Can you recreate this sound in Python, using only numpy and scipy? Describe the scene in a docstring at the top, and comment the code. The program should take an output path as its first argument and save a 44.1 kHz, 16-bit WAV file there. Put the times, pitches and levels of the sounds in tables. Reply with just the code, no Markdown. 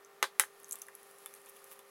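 """On a kitchen counter in a small room, a wire whisk beats thick batter in a glass bowl.
Two hard knocks, one dull and one bright, ring the hand-damped bowl as short decaying modes over noise.
Wires tick and scrape on the glass and hiss in the batter: noise bursts, short tones and swells.
The wet rustle of random grains and hiss grows, unevenly, as the stirring gathers pace.
Behind it an appliance hums: wavering sine tones over coloured air noise."""
import sys
import numpy as np
from scipy import signal
from scipy.fft import rfft, irfft, next_fast_len
from scipy.io import wavfile

SR = 44100
rng = np.random.default_rng(int(sys.argv[2]) if len(sys.argv) > 2 else 0)


def file_out(sig):
    """Save sig as 16-bit WAV at sys.argv[1]."""
    # one column per channel
    cols = np.atleast_2d(sig).T
    # limit, then scale
    lim = np.clip(cols, -1, 1)
    pcm = np.round(lim * 32767).astype(np.int16)
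    wavfile.write(sys.argv[1], SR, pcm)


N = 83790
TIME = np.arange(N) / SR  # s


def from_db(db):
    """Decibels to gain."""
    return 10 ** (np.asarray(db) / 20)


def rms_one(x):
    """Scale to unit rms."""
    return x / np.sqrt(np.mean(x ** 2) + 1e-20)


def colour(x, points):
    """Minimum-phase filter through the given spectrum points; white noise keeps its power."""
    size = 2 * next_fast_len(len(x))
    hz, db = np.transpose(points)
    bins_hz = np.linspace(1, SR / 2, size // 2 + 1)
    gain = rms_one(from_db(np.interp(np.log(bins_hz), np.log(hz), db)))
    # folding the cepstrum forward in time makes the filter causal
    cepstrum = irfft(np.log(gain))
    cepstrum[1:size // 2] *= 2
    cepstrum[size // 2 + 1:] = 0
    response = np.exp(rfft(cepstrum))
    return irfft(rfft(x, size) * response)[:len(x)]


def butter_filter(x, order, edge_hz, kind):
    """Butterworth filter of the given kind."""
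    return signal.sosfilt(signal.butter(order, edge_hz, kind, fs=SR, output="sos"), x)


def decay(s, t60):
    """Envelope that jumps to 1 at time s and falls 60 dB in t60 seconds."""
    return (TIME >= s) * np.exp(-np.log(1000) * np.clip((TIME - s) / t60, 0, 10))


def ring(s, hz, t60):
    """One mode struck at time s: a decaying sine."""
    return decay(s, t60) * np.sin(2 * np.pi * hz * (TIME - s))


def burst(s, t60):
    """The dense micro-impacts of one contact: decaying noise of random signs."""
    return decay(s, t60) * rng.choice([-1, 1], N)


def drift(rate):
    """Slow random motion: straight lines between normal draws, rate draws per second."""
    knots = rng.standard_normal(200)
    return np.interp(TIME * rate, np.arange(len(knots)), knots)


def struck_modes(s, db, modes, which):
    """Bank of modes struck together, with alternating signs, at the levels of one of the knocks."""
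    out = 0
    for k, (hz, *levels_db, t60) in enumerate(modes):
        out = out + (-1) ** k * from_db(db + levels_db[which]) * ring(s, hz, t60)
    return out


def knocks():
    """Each knock cracks, rings the bowl, shakes the wires and thumps the counter."""
    # hard knocks, dull then bright: (time [s], gain on all modes [dB], crack [dB], rattle [dB],
    # thump before its band filter [dB])
    knock_events = [(0.227, -2, -23, -30.5, -42), (0.3967, -2.5, -17, -26, -40.5)]
    # broad resonances of the clack: (frequency [Hz], dull knock [dB], bright knock [dB], t60 [s])
    clack_modes = [(434, -31.5, -51, 0.0064), (880, -16, -28.5, 0.0055), (1270, -17.5, -18, 0.011),
                   (1600, -28, -16, 0.0097), (2046, -17.5, -15.5, 0.019), (2850, -19.5, -26, 0.015),
                   (3350, -22.5, -30, 0.0033), (4000, -28, -45, 0.0068), (5400, -33, -25.5, 0.0067),
                   (6380, -24, -40, 0.019), (7800, -28, -17, 0.014), (9880, -24, -9, .008),
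                   (10370, -26.5, -13, 0.013), (11500, -26, -13.5, .008), (12200, -25, -21, 0.014)]
    # longer ring of the bowl: (frequency [Hz], dull knock [dB], bright knock [dB], t60 [s])
    bowl_modes = [(383, -34.5, -44.5, 0.098), (535, -37, -41, 0.13), (770, -43, -41.5, 0.088),
                  (848, -36, -38.5, 0.13), (1104, -51, -55, 0.073), (1167, -39, -50, 0.12),
                  (1294, -36, -37, 0.047), (1536, -32.5, -29.5, 0.07), (1590, -49, -39, 0.11),
                  (1720, -44, -59, 0.058), (2000, -42, -41, 0.068), (3100, -48, -35.5, 0.11),
                  (3454, -39.5, -50, 0.13), (3830, -45, -34, 0.099), (3760, -34, -73, 0.057),
                  (6322, -62, -43.5, 0.17), (7860, -59, -33, 0.034), (8756, -56, -42, 0.036),
                  (9767, -53, -46, 0.078), (10100, -62, -47, 0.07)]
    # colour of crack and rattle in the dull knock: (frequency [Hz], level [dB])
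    dull_colour = [(60, -31), (230, -22), (380, -12), (900, -2), (2000, 2), (2500, -6.5), (4000, 1.5),
                   (4700, -4), (6500, -8.5), (9500, -8.5), (12600, -13), (13500, -20), (16000, -23)]
    # colour of crack and rattle in the bright knock: (frequency [Hz], level [dB])
    bright_colour = [(60, -29), (280, -28), (450, -23), (1000, -9), (1600, 2.5), (2100, -1.5), (2450, -7),
                     (3600, -9.5), (4700, -10.5), (7000, -6.5), (8800, -4), (10000, 0.5), (11500, -4.5),
                     (14000, -9.5), (16000, -16)]
    crack_t60_s, rattle_t60_s, rattle_delay_s = 0.016, 0.12, 0.0012
    thump_band_hz, thump_t60_s = [70, 260], 0.065
    clack_wet_db = -19

    out = 0
    for which, spectrum in enumerate((dull_colour, bright_colour)):
        s, db, crack_db, rattle_db, thump_db = knock_events[which]
        clack = struck_modes(s, db, clack_modes, which)
        bowl = struck_modes(s, db, bowl_modes, which)
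        crack = from_db(crack_db) * burst(s, crack_t60_s)
        rattle = from_db(rattle_db) * burst(s + rattle_delay_s, rattle_t60_s)
        thump = from_db(thump_db) * butter_filter(burst(s, thump_t60_s), 1, thump_band_hz, "band")
        out = out + clack + room(clack, clack_wet_db) + bowl + colour(crack + rattle, spectrum) + thump
    return out


def wire_ticks():
    """Each tick is a bright snap and a very short ring of the wire, its attack softened by batter."""
    # wire ticks on the glass: (time [s], snap level [dB], ring level [dB], pitch [Hz])
    tick_events = [(0.048, -55, -43.5, 6220), (0.6003, -48.5, -46, 12400), (0.6322, -47.5, -50, 9300),
                   (0.6444, -50, -36.5, 6420), (0.683, -48, -46, 10400), (0.6912, -50, -45, 11000),
                   (0.6944, -46, -50, 11100), (0.7106, -32.5, -30.5, 6460), (0.7228, -29.5, -25.5, 8000),
                   (0.7287, -32, -26, 7570), (0.733, -48, -35, 9700), (0.7396, -52, -44, 10000),
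                   (0.7557, -33, -47, 10600), (0.7869, -43, -45, 10500), (0.7963, -49, -45, 10000),
                   (0.8176, -38, -31.5, 6150), (0.8192, -32.5, -50, 10400), (0.867, -49, -45, 10400),
                   (0.8842, -43.5, -52, 10800), (0.9514, -38, -57, 10500), (1.0307, -45, -58, 12000),
                   (1.1115, -49, -52, 10640), (1.185, -49, -47, 9940), (1.2599, -35, -32.5, 10470),
                   (1.339, -39.5, -55, 10850), (1.35, -53, -43, 9200), (1.4167, -50, -54, 12000),
                   (1.4605, -47, -46, 9500), (1.4884, -52, -46, 10900), (1.494, -50, -43, 11500),
                   (1.4972, -45, -46, 9400), (1.5648, -47.5, -50, 10800), (1.569, -52, -49, 11000),
                   (1.642, -44.5, -40, 10700), (1.7139, -50, -46, 10800), (1.7206, -51, -50, 13200),
                   (1.7912, -42, -49, 10600)]
    # colour of the snaps: (frequency [Hz], level [dB])
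    snap_colour = [(300, -35), (1200, -24), (3500, -16), (5100, -16.5), (6200, -6.5), (8500, -4),
                   (10000, 1), (11300, 2), (13000, -4), (16000, -11)]
    snap_t60_s, wire_t60_s, rise_s = 0.0085, 0.0078, 0.00015
    upper_ratio, upper_db = 1.245, -8.5  # second mode of a wire, relative to the first

    snaps = rings = 0
    for s, snap_db, ring_db, hz in tick_events:
        attack = np.clip((TIME - s) / rise_s, 0, 1)
        upper = from_db(upper_db) * ring(s, hz * upper_ratio, wire_t60_s)
        wire = ring(s, hz, wire_t60_s) - upper
        snaps = snaps + attack * from_db(snap_db) * burst(s, snap_t60_s)
        rings = rings + attack * from_db(ring_db) * wire
    return colour(snaps, snap_colour) + butter_filter(rings, 4, 5200, "high")


def bumps():
    """Cushioned contacts excite only a band in the midrange."""
    # dull bumps of the whisk through the batter:
    # (time [s], level [dB], centre pitch [Hz], half width [octaves])
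    bump_events = [(0.241, -26, 1220, 0.74), (0.4366, -34, 1380, 0.52), (0.7415, -42, 1060, 0.48),
                   (0.8245, -51.5, 1040, 0.25), (0.8847, -48.5, 1800, 0.24), (0.887, -51, 990, 0.23),
                   (1.26, -43.5, 1580, 0.6), (1.3387, -51.5, 1210, 0.68), (1.715, -51.5, 1050, 0.21),
                   (1.7928, -48.5, 1000, 0.21)]
    bump_t60_s = 0.016

    out = 0
    for s, db, hz, octaves in bump_events:
        low, high = hz / 2 ** octaves, hz * 2 ** octaves
        make_up = np.sqrt(SR / 2 / (high - low))  # offsets the power lost outside the band
        thud = butter_filter(burst(s, bump_t60_s), 2, [low, high], "band")
        out = out + from_db(db) * make_up * thud
    return out


def scrapes():
    """Short rough slides of the wires along the glass, each waking one mode of the bowl."""
    # wires scrape the glass: (time [s], level [dB], t60 [s], ring of the bowl [dB])
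    scrape_events = [(0.759, -56, .04, -64), (0.818, -51, .04, -64), (1.261, -54.5, .06, -53),
                     (1.465, -60, 0.19, -70), (1.562, -59.5, .1, -70), (1.715, -56, .1, -61),
                     (1.792, -62, 0.1, -65)]
    # colour of a scrape: (frequency [Hz], level [dB])
    scrape_colour = [(400, -22), (1050, 3), (1800, -9), (2700, 7.5), (3150, 4), (3550, 5.5), (4400, -9),
                     (6500, -2), (9000, -2), (16000, -5.5)]
    bowl_hz, bowl_t60_s = 3520, 0.092

    rough = bowl = 0
    for s, db, t60, ring_db in scrape_events:
        rough = rough + from_db(db) * burst(s, t60)
        bowl = bowl + from_db(ring_db) * ring(s, bowl_hz, bowl_t60_s)
    return colour(rough, scrape_colour) + bowl


def swishes():
    """A wire slides through wet batter: brief bell-shaped swells of very high hiss."""
    # swishes: (time of the peak [s], level [dB], length [s], two standard deviations of the bell)
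    swish_events = [(0.69, -60, 0.011), (0.737, -55, 0.022), (1.495, -55, .014), (1.724, -51.5, 0.024)]

    swell = 0
    for s, db, length in swish_events:
        swell = swell + from_db(db) * np.exp(-(2 * (TIME - s) / length) ** 2 / 2)
    hiss = butter_filter(rng.standard_normal(N), 2, 10700, "high")
    return swell * rms_one(hiss)


def batter():
    """Tiny films of batter tear around the wires as random clicks, over a soft sliding hiss."""
    # stirring level of the wet rustle, before the trim: (time [s], level [dB])
    stir_level = [(0, -74), (0.2, -71), (0.5, -66), (0.67, -62), (0.76, -58), (0.9, -64.5), (1.1, -60.5),
                  (1.16, -63), (1.24, -59), (1.3, -60), (1.38, -59.5), (1.48, -63), (1.61, -60),
                  (1.7, -58.5), (1.73, -57), (1.755, -60), (1.84, -68), (1.9, -63.5)]
    # colour of the wet rustle: (frequency [Hz], level [dB])
    rustle_colour = [(500, -22), (1100, 1), (2500, -2), (3500, -6.5), (5000, -5.5), (7000, -6), (8500, -5),
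                     (10500, 3), (12500, -1.5), (14000, -8.5), (16000, -7.5)]
    trim_db, grains_per_s, hiss_share = -2, 3600, 0.48
    flutter_db, flutter_per_s = 1.15, 51

    torn = rng.random(N) < grains_per_s / SR
    grains = rms_one(rng.choice([-1, 1], N) * torn)
    hiss = hiss_share * rng.standard_normal(N)
    wet = rms_one(colour(grains + hiss, rustle_colour))
    level_db = np.interp(TIME, *np.transpose(stir_level))
    return wet * from_db(trim_db + flutter_db * drift(flutter_per_s) + level_db)


def appliance():
    """Slightly wavering motor tones, some slowly rising or falling in level, over steady air noise."""
    # motor tones: (frequency [Hz], rms level at the start [dB], rise [dB/s])
    hum_tones = [(399.5, -64.5, 0), (448, -74.5, -1.5), (534.7, -82.5, 8), (652, -78.5, -5.5),
                 (782, -75.5, -3), (1170, -78, 1.5), (1211, -74.5, -1), (1370, -75, -6.5), (1823, -75.5, 0),
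                 (2350, -97, 3), (2450, -91, 2), (12925, -85, 0)]
    # colour of the air noise: (frequency [Hz], level [dB])
    air_colour = [(25, -12), (70, -29), (110, -12.5), (170, -5.5), (230, -3.5), (310, -7), (390, 2),
                  (520, 2), (690, -2), (790, 5), (880, -1), (1100, 3.5), (1600, -3), (2050, -3.5),
                  (2700, -8), (4000, -11.5), (8000, -15), (16000, -17)]
    air_db = -63
    waver, waver_per_s = 0.099, 4.72  # phase spread [rad], with half that number as level spread

    out = from_db(air_db) * colour(rng.standard_normal(N), air_colour)
    for hz, db, rise_db in hum_tones:
        phase = 2 * np.pi * (hz * TIME + rng.random()) + waver * drift(waver_per_s)
        level = np.sqrt(2) * from_db(db + rise_db * TIME)  # rms to peak
        out = out + level * np.sin(phase) * (1 + waver / 2 * drift(waver_per_s))
    return out


def room(x, wet_db):
    """Dense, quickly dying reflections from the counter and near walls."""
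    echoes = burst(0.0024, 0.09)  # delay and t60 [s]
    unit_echoes = echoes / np.sqrt(np.sum(echoes ** 2))
    return from_db(wet_db) * signal.fftconvolve(x, unit_echoes)[:N]


def scene():
    """The whisk and bowl in their room, with the batter's rustle and the hum behind."""
    tick_wet_db, bump_wet_db = -10.5, -13
    ticks = wire_ticks()
    thuds = bumps()
    contacts = knocks() + ticks + room(ticks, tick_wet_db) + thuds + room(thuds, bump_wet_db)
    whisk = contacts + scrapes() + swishes()
    return (whisk + batter() + appliance())[None]


def record(dry):
    """A steep low-pass at 16 kHz cuts the top."""
    low_pass = signal.ellip(10, 0.1, 70, 16000, fs=SR, output="sos")  # ripple, then rejection [dB]
    return signal.sosfilt(low_pass, dry)


dry = scene()
out = record(dry)
file_out(out)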